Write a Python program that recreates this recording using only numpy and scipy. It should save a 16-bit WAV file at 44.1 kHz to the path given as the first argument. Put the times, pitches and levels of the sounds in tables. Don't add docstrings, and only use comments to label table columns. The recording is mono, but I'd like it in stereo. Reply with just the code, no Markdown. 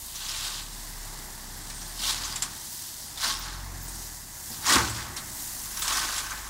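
import sys
import numpy as np
from scipy import signal
from scipy.fft import rfft, irfft, next_fast_len
from scipy.io import wavfile
from scipy.ndimage import uniform_filter1d, map_coordinates

SR = 44100
rng = np.random.default_rng(int(sys.argv[2]) if len(sys.argv) > 2 else 0)


def unload_wav(signal):
    wavfile.write(
        sys.argv[1],
        SR,
        np.round(np.clip(np.atleast_2d(signal).T, -1, 1) * 32767).astype(np.int16),
    )


def nominal_scale(level):
    x = np.asarray(level, float) / 20
    return 10 ** x


N = 286209
TOP_HZ = 15760


def unit(x):
    return x / np.sqrt(np.mean(x ** 2) + 1e-20)


def along(points, hz):
    f, *cols = np.transpose(points)
    return np.array([np.interp(np.log(hz + 1), np.log(f + 1), c) for c in cols])


def curves(rows):
    s, *cols = np.transpose(sorted(rows))
    return [np.interp(np.arange(N) / SR, s, c) for c in cols]


def wobble(rate_hz):
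    knots = rng.standard_normal(int(N * rate_hz / SR) + 4)
    return map_coordinates(knots, [np.arange(N) * rate_hz / SR])


def place(out, at_s, sound):
    start = round(at_s * SR)
    out[..., start:start + sound.shape[-1]] += sound


def filtered(x, response):
    m = next_fast_len(N + 8192)
    return irfft(rfft(x, m) * response(np.fft.rfftfreq(m, 1 / SR)), m)[..., :N]


def between(hz, lo_hz, hi_hz):
    return 1 / np.sqrt((1 + (lo_hz / (hz + 1)) ** 12) * (1 + (hz / hi_hz) ** 12))


def knocks(count, spread_db, decay_s):
    at, size = rng.random((count, 2)).T
    rare = np.minimum(-np.log(1 - size), 5)
    blows = np.bincount((at * N).astype(int), nominal_scale(spread_db * rare) ** 2, N)
    fade = np.exp(-1 / (decay_s * SR))
    return unit(np.sqrt(np.abs(signal.lfilter([1], [1, -fade], blows))))


# (time [s], lag [ms])
LEFT_LAG = [(0, 0.26), (2.9, 0.22), (3.3, 0.2), (4.7, 0.14), (6.49, 0.13)]


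def ports(direct, scattered, alike, aside=1):
    hz, t, z = signal.stft(np.vstack([direct, scattered]), SR, nperseg=512)
    lag_s = aside * np.interp(t, *np.transpose(LEFT_LAG)) / 1000
    share, twist = along(alike, hz)[:, :, None]
    share = np.clip(share, 0, 1)
    late = np.exp(-1j * (2 * np.pi * hz[:, None] * lag_s + twist))
    shared = np.sqrt(share) * z[0] * [late, np.ones_like(late)]
    pair = shared + np.sqrt(1 - share) * z[1:]
    return signal.istft(pair, SR, nperseg=512)[1][:, :N]


def rock(tone, alike, impacts, lo_hz, hi_hz, patchy_db, aside=1):
    z = signal.stft(impacts * rng.standard_normal((3, N)), nperseg=256)[2]
    field = uniform_filter1d(rng.standard_normal(z.shape[1:]), 5, 0)
    field = uniform_filter1d(field, 4, 1)
    raw = signal.istft(z * nominal_scale(patchy_db * unit(field)), nperseg=256)[1][:, :N]
    pair = ports(raw[0], raw[1:], alike, aside)
    pair = filtered(pair, lambda hz: nominal_scale(along(tone, hz)) * between(hz, lo_hz, hi_hz))
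    return pair / np.std(pair.mean(0))


# (peak time [s], stone level [dB], rise [s], fall [s], steel floor over stone [dB])
SLIDES = [(.31, -35.5, 0.24, 0.27, -7), (.46, -33.5, 0.24, 0.3, -8.5), (.6, -38.5, .1, 0.042, -8),
          (1.996, -37, .012, .12, -15), (2.04, -30.5, .05, .1, -12), (2.098, -26.5, 0.11, 0.12, -9.5),
          (2.25, -36.5, 0.28, 0.36, -5), (2.43, -44.5, .012, 0.1, 4.5), (3.24, -26.5, 0.065, 0.17, -4.5),
          (3.289, -27.5, .06, 0.15, -17), (3.46, -38.5, 0.099, 0.3, -4), (4.55, -43.5, 0.065, 0.15, -11),
          (4.702, -20, 0.072, 0.21, -3.5), (4.758, -22, .1, 0.064, -1.5), (4.9, -37, .1, 0.07, -16),
          (4.97, -35, .04, .22, -3.5), (5.17, -48, .02, 0.081, 2), (5.826, -36, 0.017, 0.24, -4),
          (5.89, -30.5, 0.046, 0.18, -5.5), (5.97, -28.5, 0.28, 0.5, -6.5), (6.17, -35, 0.24, 0.25, -5.5),
          (6.308, -43.5, .004, 0.082, 9), (6.369, -52, 0.031, 0.25, 8)]


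def surges():
    t = np.arange(0, N, 32) / SR
    s, db, rise_s, fall_s, steel_db = np.transpose(SLIDES)[:, :, None]
    rising = np.abs((s - t) / rise_s) ** 1.38
    falling = np.abs((t - s) / fall_s) ** 0.96
    drop = np.where(t < s, rising, falling)
    stone = nominal_scale(2 * np.maximum(db - 20 * drop, -120))
    steel = stone * nominal_scale(2 * steel_db)
    return [np.interp(np.arange(N) / SR, t, p.sum(0)) for p in (stone, steel)]


def ring_on(power, time_s):
    fade = np.exp(-1 / (time_s * SR))
    return signal.lfilter([1 - fade], [1, -fade], power)


# (frequency [Hz], left level [dB], right level [dB])
SLIDE_TONE = [(117, -18, -9), (356, -4, -5), (464, -15, -12.5), (690, -19.5, -5), (870, -12.5, -6),
              (1090, -3, 2), (1790, 2.5, -6), (2440, -3, -11.5), (2480, -4, -4), (3300, -5, -0.5),
              (4670, -6, 0), (7030, -11.5, -3), (9930, -18.5, -9.5), (15000, -37, -33.5)]
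# (frequency [Hz], likeness [0-1], left trails beyond path lag [rad])
SLIDE_ALIKE = [(130, .995, 0), (350, .93, .7), (1100, .92, -.4), (1900, .65, 0), (4000, .45, 0),
               (6500, .3, 0), (11000, .14, 0)]
# (frequency [Hz], width [Hz], level [dB])
FLOOR_MODES = [(870, 29, 10.5), (980, 19, 3.5), (1090, 41, 5.5), (1224, 11.7, 3), (1326, 10, 5),
               (1532, 42, 7.5), (1868, 38, 1.5)]
# (edge [Hz], edge [Hz], edge [Hz])
EDGES_HZ = (560, 2450, 8500)


def slides():
    low_hz, mid_hz, _ = EDGES_HZ
    stone_power, steel_power = surges()
    impacts = knocks(count=14000, spread_db=2.5, decay_s=.0022)

    def band(cushion, lo_hz, hi_hz, patchy_db):
        return rock(SLIDE_TONE, SLIDE_ALIKE, impacts + cushion, lo_hz, hi_hz, patchy_db)

    def floor(f):
        gain = 1
        for hz, width_hz, db in FLOOR_MODES:
            loss = 1j * f * width_hz
            gain = gain + (nominal_scale(db) - 1) * loss / (hz * hz - f * f + loss)
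        return gain

    clatter = np.sqrt(stone_power) * band(0, mid_hz, 2 * TOP_HZ, 1.5)
    rattle = np.sqrt(ring_on(steel_power, 0.015)) * filtered(band(1.8, low_hz, mid_hz, 2.0), floor)
    shake = nominal_scale(-56.5) * (ring_on(steel_power, 0.061) * 10 ** 4) ** (1.49 / 2)
    boom = shake * band(2.37, 77, low_hz, 1.5)
    return clatter + nominal_scale(-1.5) * rattle + boom


# (time [s], flow [dB], dustiness [dB], heavy rock [dB])
FLOW = [(0, -43.5, 0, -4), (.35, -42.5, -4, -3), (.65, -44, -3, 0), (1.3, -45, -3, 3),
        (1.95, -42.5, -5, 2.1), (2.45, -44, -5, 2), (2.76, -40.5, -1, -3), (3.1, -43.5, -4.5, -2),
        (3.5, -54, -1, -0.5), (3.75, -45.5, -3.5, 4), (4.02, -41, -3, 1), (4.27, -45.5, -2.5, -2.6),
        (4.5, -42, 1, -0.5), (5.1, -46, -4, 5.5), (5.42, -38.5, 0, 1.5), (5.7, -40, -.6, 0.5),
        (6.2, -46.5, 1.5, -4), (6.49, -43, -4, -1.5)]
# (frequency [Hz], left level [dB], right level [dB])
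STREAM_TONE = [(107, 0.5, 0), (367, -5.5, -5.5), (494, -12, -16), (640, -4.5, -19), (913, -3.5, -4),
               (1340, -10, -11.5), (1720, -4.5, -7), (2016, -14.5, -2), (2370, -12, -16), (3590, -11, -7.5),
               (4830, -9, -4.5), (7300, -9, -1.5), (11400, -11.5, -1), (16600, -17, -4)]
# (frequency [Hz], likeness [0-1], left trails beyond path lag [rad])
STREAM_ALIKE = [(103, 1, 0.44), (434, 0.96, -1.4), (1110, 0.66, 0.0083), (2110, 0.58, 1),
                (4130, 0.39, 0.28), (6600, 0.3, -0.4), (11000, 0, 0)]


def stream():
    low_hz, mid_hz, high_hz = EDGES_HZ
    flow_db, dust_db, heavy_db = curves(FLOW)
    roar_db = -51.5 + 0.77 * heavy_db + 0.22 * np.arange(N) / SR
    slide_dust = nominal_scale(-13) ** 2 * surges()[0]
    fines = np.sqrt(nominal_scale(flow_db + dust_db) ** 2 + slide_dust)
    impacts = knocks(count=16000, spread_db=2.5, decay_s=.0015)

    def fall(cushion, lo_hz, hi_hz, aside):
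        return rock(STREAM_TONE, STREAM_ALIKE, impacts + cushion, lo_hz, hi_hz, 0.85, aside)

    surge_db = .5 * wobble(7)
    out = fines * nominal_scale(1.3 + 0.75 * wobble(6) + surge_db) * fall(0.9, high_hz, 2 * TOP_HZ, .5)
    out += nominal_scale(flow_db + surge_db) * fall(1.0, mid_hz, high_hz, 0.91)
    out += nominal_scale(roar_db + surge_db) * fall(4.7, low_hz, mid_hz, 0.085)
    return out + nominal_scale(-53 + heavy_db) * fall(3.8, 82, low_hz, 0.17)


# (time [s], peak [dB], ring [Hz], crack weight against the ring, higher is louder [dB])
CLINKS = [(0.144, -39, 6100, 10), (0.246, -23, 6440, -6), (0.362, -25, 3930, -2.5), (0.45, -24, 5370, -3),
          (1.699, -31, 5730, 8), (1.8163, -26, 5670, -1), (1.9942, -24, 5030, -6), (2.1048, -21.5, 3750, 6),
          (2.249, -24, 6700, -4), (2.3237, -20, 4880, -4), (2.358, -16.5, 7460, 0),
          (2.422, -10.5, 7450, -1), (2.5302, -35, 9900, -2.5), (3.1744, -22.5, 3580, -2),
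          (3.2236, -36, 5220, -4), (4.337, -33, 6600, -12), (4.6742, -25, 3540, -4),
          (4.732, -10.5, 3760, 3), (5.1646, -23.5, 5550, 5), (5.6393, -27, 6980, -10),
          (5.771, -19.5, 5840, -1.5), (5.8193, -15, 3574, -2), (5.879, -19, 3640, 6),
          (5.9703, -18.5, 5140, 6.5), (6.1234, -19, 4300, -1), (6.1809, -16.5, 7610, 0.5),
          (6.2608, -30, 5400, 2), (6.3063, -23, 6400, -0.5)]


def clinks():
    ring, crack = np.zeros((2, 3, N + SR))
    t = np.arange(SR // 5) / SR
    ring_t60_s, scatter_t60_s = .06, .2
    for s, db, hz, crack_db in CLINKS:
        jitter, noise = rng.standard_normal((2, 3, len(t)))
        shape = (1 - np.exp(-t / 0.0011)) * nominal_scale(db - 60 * t / ring_t60_s)
        scatter = nominal_scale(db + 0.5 - 60 * t / scatter_t60_s)
        tone = np.sin(2 * np.pi * hz * t + np.cumsum(0.2 * jitter, axis=1))
        place(ring, s, nominal_scale(-5.5) * shape * tone)
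        place(crack, s, nominal_scale(crack_db - 13.5) * (shape + scatter) * noise)
    both = ring[:, :N] + filtered(crack[:, :N], lambda hz: between(hz, 1070, 9900))

    def ears(hz):
        return nominal_scale(np.diff(along(SLIDE_TONE, hz), axis=0) * [[-.5], [.5]])

    return filtered(ports(both[0], both[1:], SLIDE_ALIKE), ears)


# (time [s], frequency [Hz], level [dB])
PINGS = [(0.153, 6120, -31), (0.283, 5530, -31), (0.361, 10508, -43), (1.25, 12200, -49),
         (1.564, 11630, -41), (1.873, 14220, -41), (2.24, 6420, -29.5), (2.715, 15503, -40),
         (3.073, 9010, -38), (3.388, 14740, -36), (3.808, 13380, -47), (3.826, 15220, -35),
         (3.88, 8740, -34), (4.356, 13300, -46), (4.376, 10410, -42), (4.379, 14540, -46),
         (4.515, 5050, -35.5), (4.895, 7700, -29), (5.077, 12500, -43), (5.16, 9302, -39),
         (5.172, 4220, -32), (5.792, 15400, -28), (5.819, 8050, -26), (6.234, 14950, -46),
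         (6.382, 14400, -45.5)]


def pings():
    out, t = np.zeros(N + SR), np.arange(SR // 20) / SR
    for s, hz, db in PINGS:
        phase = 2 * np.pi * hz * t + np.cumsum(rng.normal(0, 0.38, len(t)))
        shape = nominal_scale(db + 4.5 - 60 * t / 0.14) * (1 - np.exp(-t / 0.0023))
        place(out, s, shape * np.sin(phase))
    return out[:N] * nominal_scale([[-9], [0]])


# (time [s], peak [dB])
THUDS = [
    (4.499, -34),
    (4.745, -17.5),
    (4.757, -19.5),
]
# (frequency [Hz], level [dB], t60 [s])
GATE_MODES = [(65.1, -8, 1.3), (106.8, -8, 1.2), (116.7, -9.5, 1.3), (229, 4.5, 0.16), (295, -11, 0.63),
              (336, -6.5, 0.35), (483, -8, .25), (763, -6, 0.39), (910, -15, 0.23), (1210, -21, .15)]


def tailgate():
    out, t = np.zeros((3, N + 2 * SR)), np.arange(SR) / SR
    for s, db in THUDS:
        for hz, mode_db, t60_s in GATE_MODES:
            rough = 0.046 * (hz / 1000) ** .35
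            drift = np.cumsum(rng.normal(0, rough, (3, len(t))), axis=1)
            swing = (1 - np.exp(-t / 0.0042)) * np.sin(2 * np.pi * hz * t + drift)
            level_db = db + mode_db - 10.5 + rng.normal(0, 1)
            place(out, s, nominal_scale(level_db - 60 * t / t60_s) * swing)
    return ports(out[0, :N], out[1:, :N], SLIDE_ALIKE)


# (start [s], end [s], frequency [Hz], level [dB])
SQUEAKS = [
    (.7, 0.75, 8800, -53),
    (1.73, 1.818, 8710, -45),
    (1.82, 1.956, 8850, -49),
    (5.759, 5.805, 11200, -41),
    (6.138, 6.194, 10520, -41),
]


def hinge():
    out = np.zeros((2, N))
    for start, end, hz, db in SQUEAKS:
        t = np.arange(round((end - start) * SR)) / SR
        tone = np.sin(2 * np.pi * hz * t + np.cumsum(rng.normal(0, 0.07, len(t))))
        port_level = nominal_scale(db + np.array([[-4], [4]]))
        place(out, start, port_level * signal.windows.tukey(len(t), .4) * tone)
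    return out


# (time [s], firing rate [Hz], load [dB], upper orders over the first [dB])
ENGINE = [(0, 25.6, -53, 2.5), (.3, 33.27, -46, 0.5), (.62, 36.7, -43.5, -2), (1.0, 34.05, -41.5, -5.5),
          (1.33, 30.8, -44.5, -0.5), (1.8, 35.96, -44, -4), (2.2, 41.95, -43.5, 1.5),
          (2.45, 38.65, -48.5, .1), (2.75, 30.17, -64, 9), (3.15, 26.56, -54, 0), (3.38, 39.5, -43, -1.5),
          (3.62, 46.8, -40, .1), (3.9, 42.97, -41, -0.2), (4.4, 34.34, -56.5, 10), (5.0, 42, -56.5, 20.5),
          (5.42, 26.1, -48.5, -5), (5.75, 23.07, -47.5, 0.5), (6.49, 24.9, -48, 4.5)]
# (multiple of the firing rate [1], level [dB])
ORDERS = [(1, -0.5), (2, -2.5), (2.5, -17), (3, -11), (4, -14.5), (5, -21)]
# (frequency [Hz], level [dB])
PIPE = [(23, -8), (33, -0.5), (47, 0.5), (56, -3), (68, -11), (90, -5.5), (130, -2.5), (200, -6)]
# (frequency [Hz], density [dB per Hz])
RUMBLE = [(12, -20), (22, 11), (38, 4), (54, 11), (92, 11.5), (179, -32), (260, -11), (340, -45),
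          (570, -120)]


def engine():
    smooth = uniform_filter1d(curves(ENGINE), size=SR // 8)
    hz, load_db, harsh_db = uniform_filter1d(smooth, size=SR // 8)
    turn = 2 * np.pi * np.cumsum(hz * (1 + 0.004 * wobble(15))) / SR
    tones = np.zeros(N)
    for order, db in ORDERS:
        level_db = load_db + db + (order > 1) * harsh_db
        level_db = level_db + along(PIPE, order * hz)[0] + 0.65 * order * wobble(6.8)
        tones += nominal_scale(level_db) * np.sin(order * turn + order)
    mid, side = filtered(rng.standard_normal((2, N)), lambda f: nominal_scale(along(RUMBLE, f)[0]))
    rumble = unit(mid + 0.05 * side * [[1], [-1]])
    rumble_db = -58 + 0.095 * (load_db + 44) + 0.55 * wobble(2.88)
    return np.sqrt(2) * tones + nominal_scale(rumble_db) * rumble


def scene():
    return slides() + stream() + clinks() + pings() + tailgate() + hinge() + engine()


def top_cut(x):
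    return signal.sosfilt(signal.butter(12, 17020, fs=SR, output="sos"), x)


def record(dry):
    mix = filtered(dry, lambda hz: hz < TOP_HZ)
    return top_cut(mix)


dry = scene()
out = record(dry)
unload_wav(out)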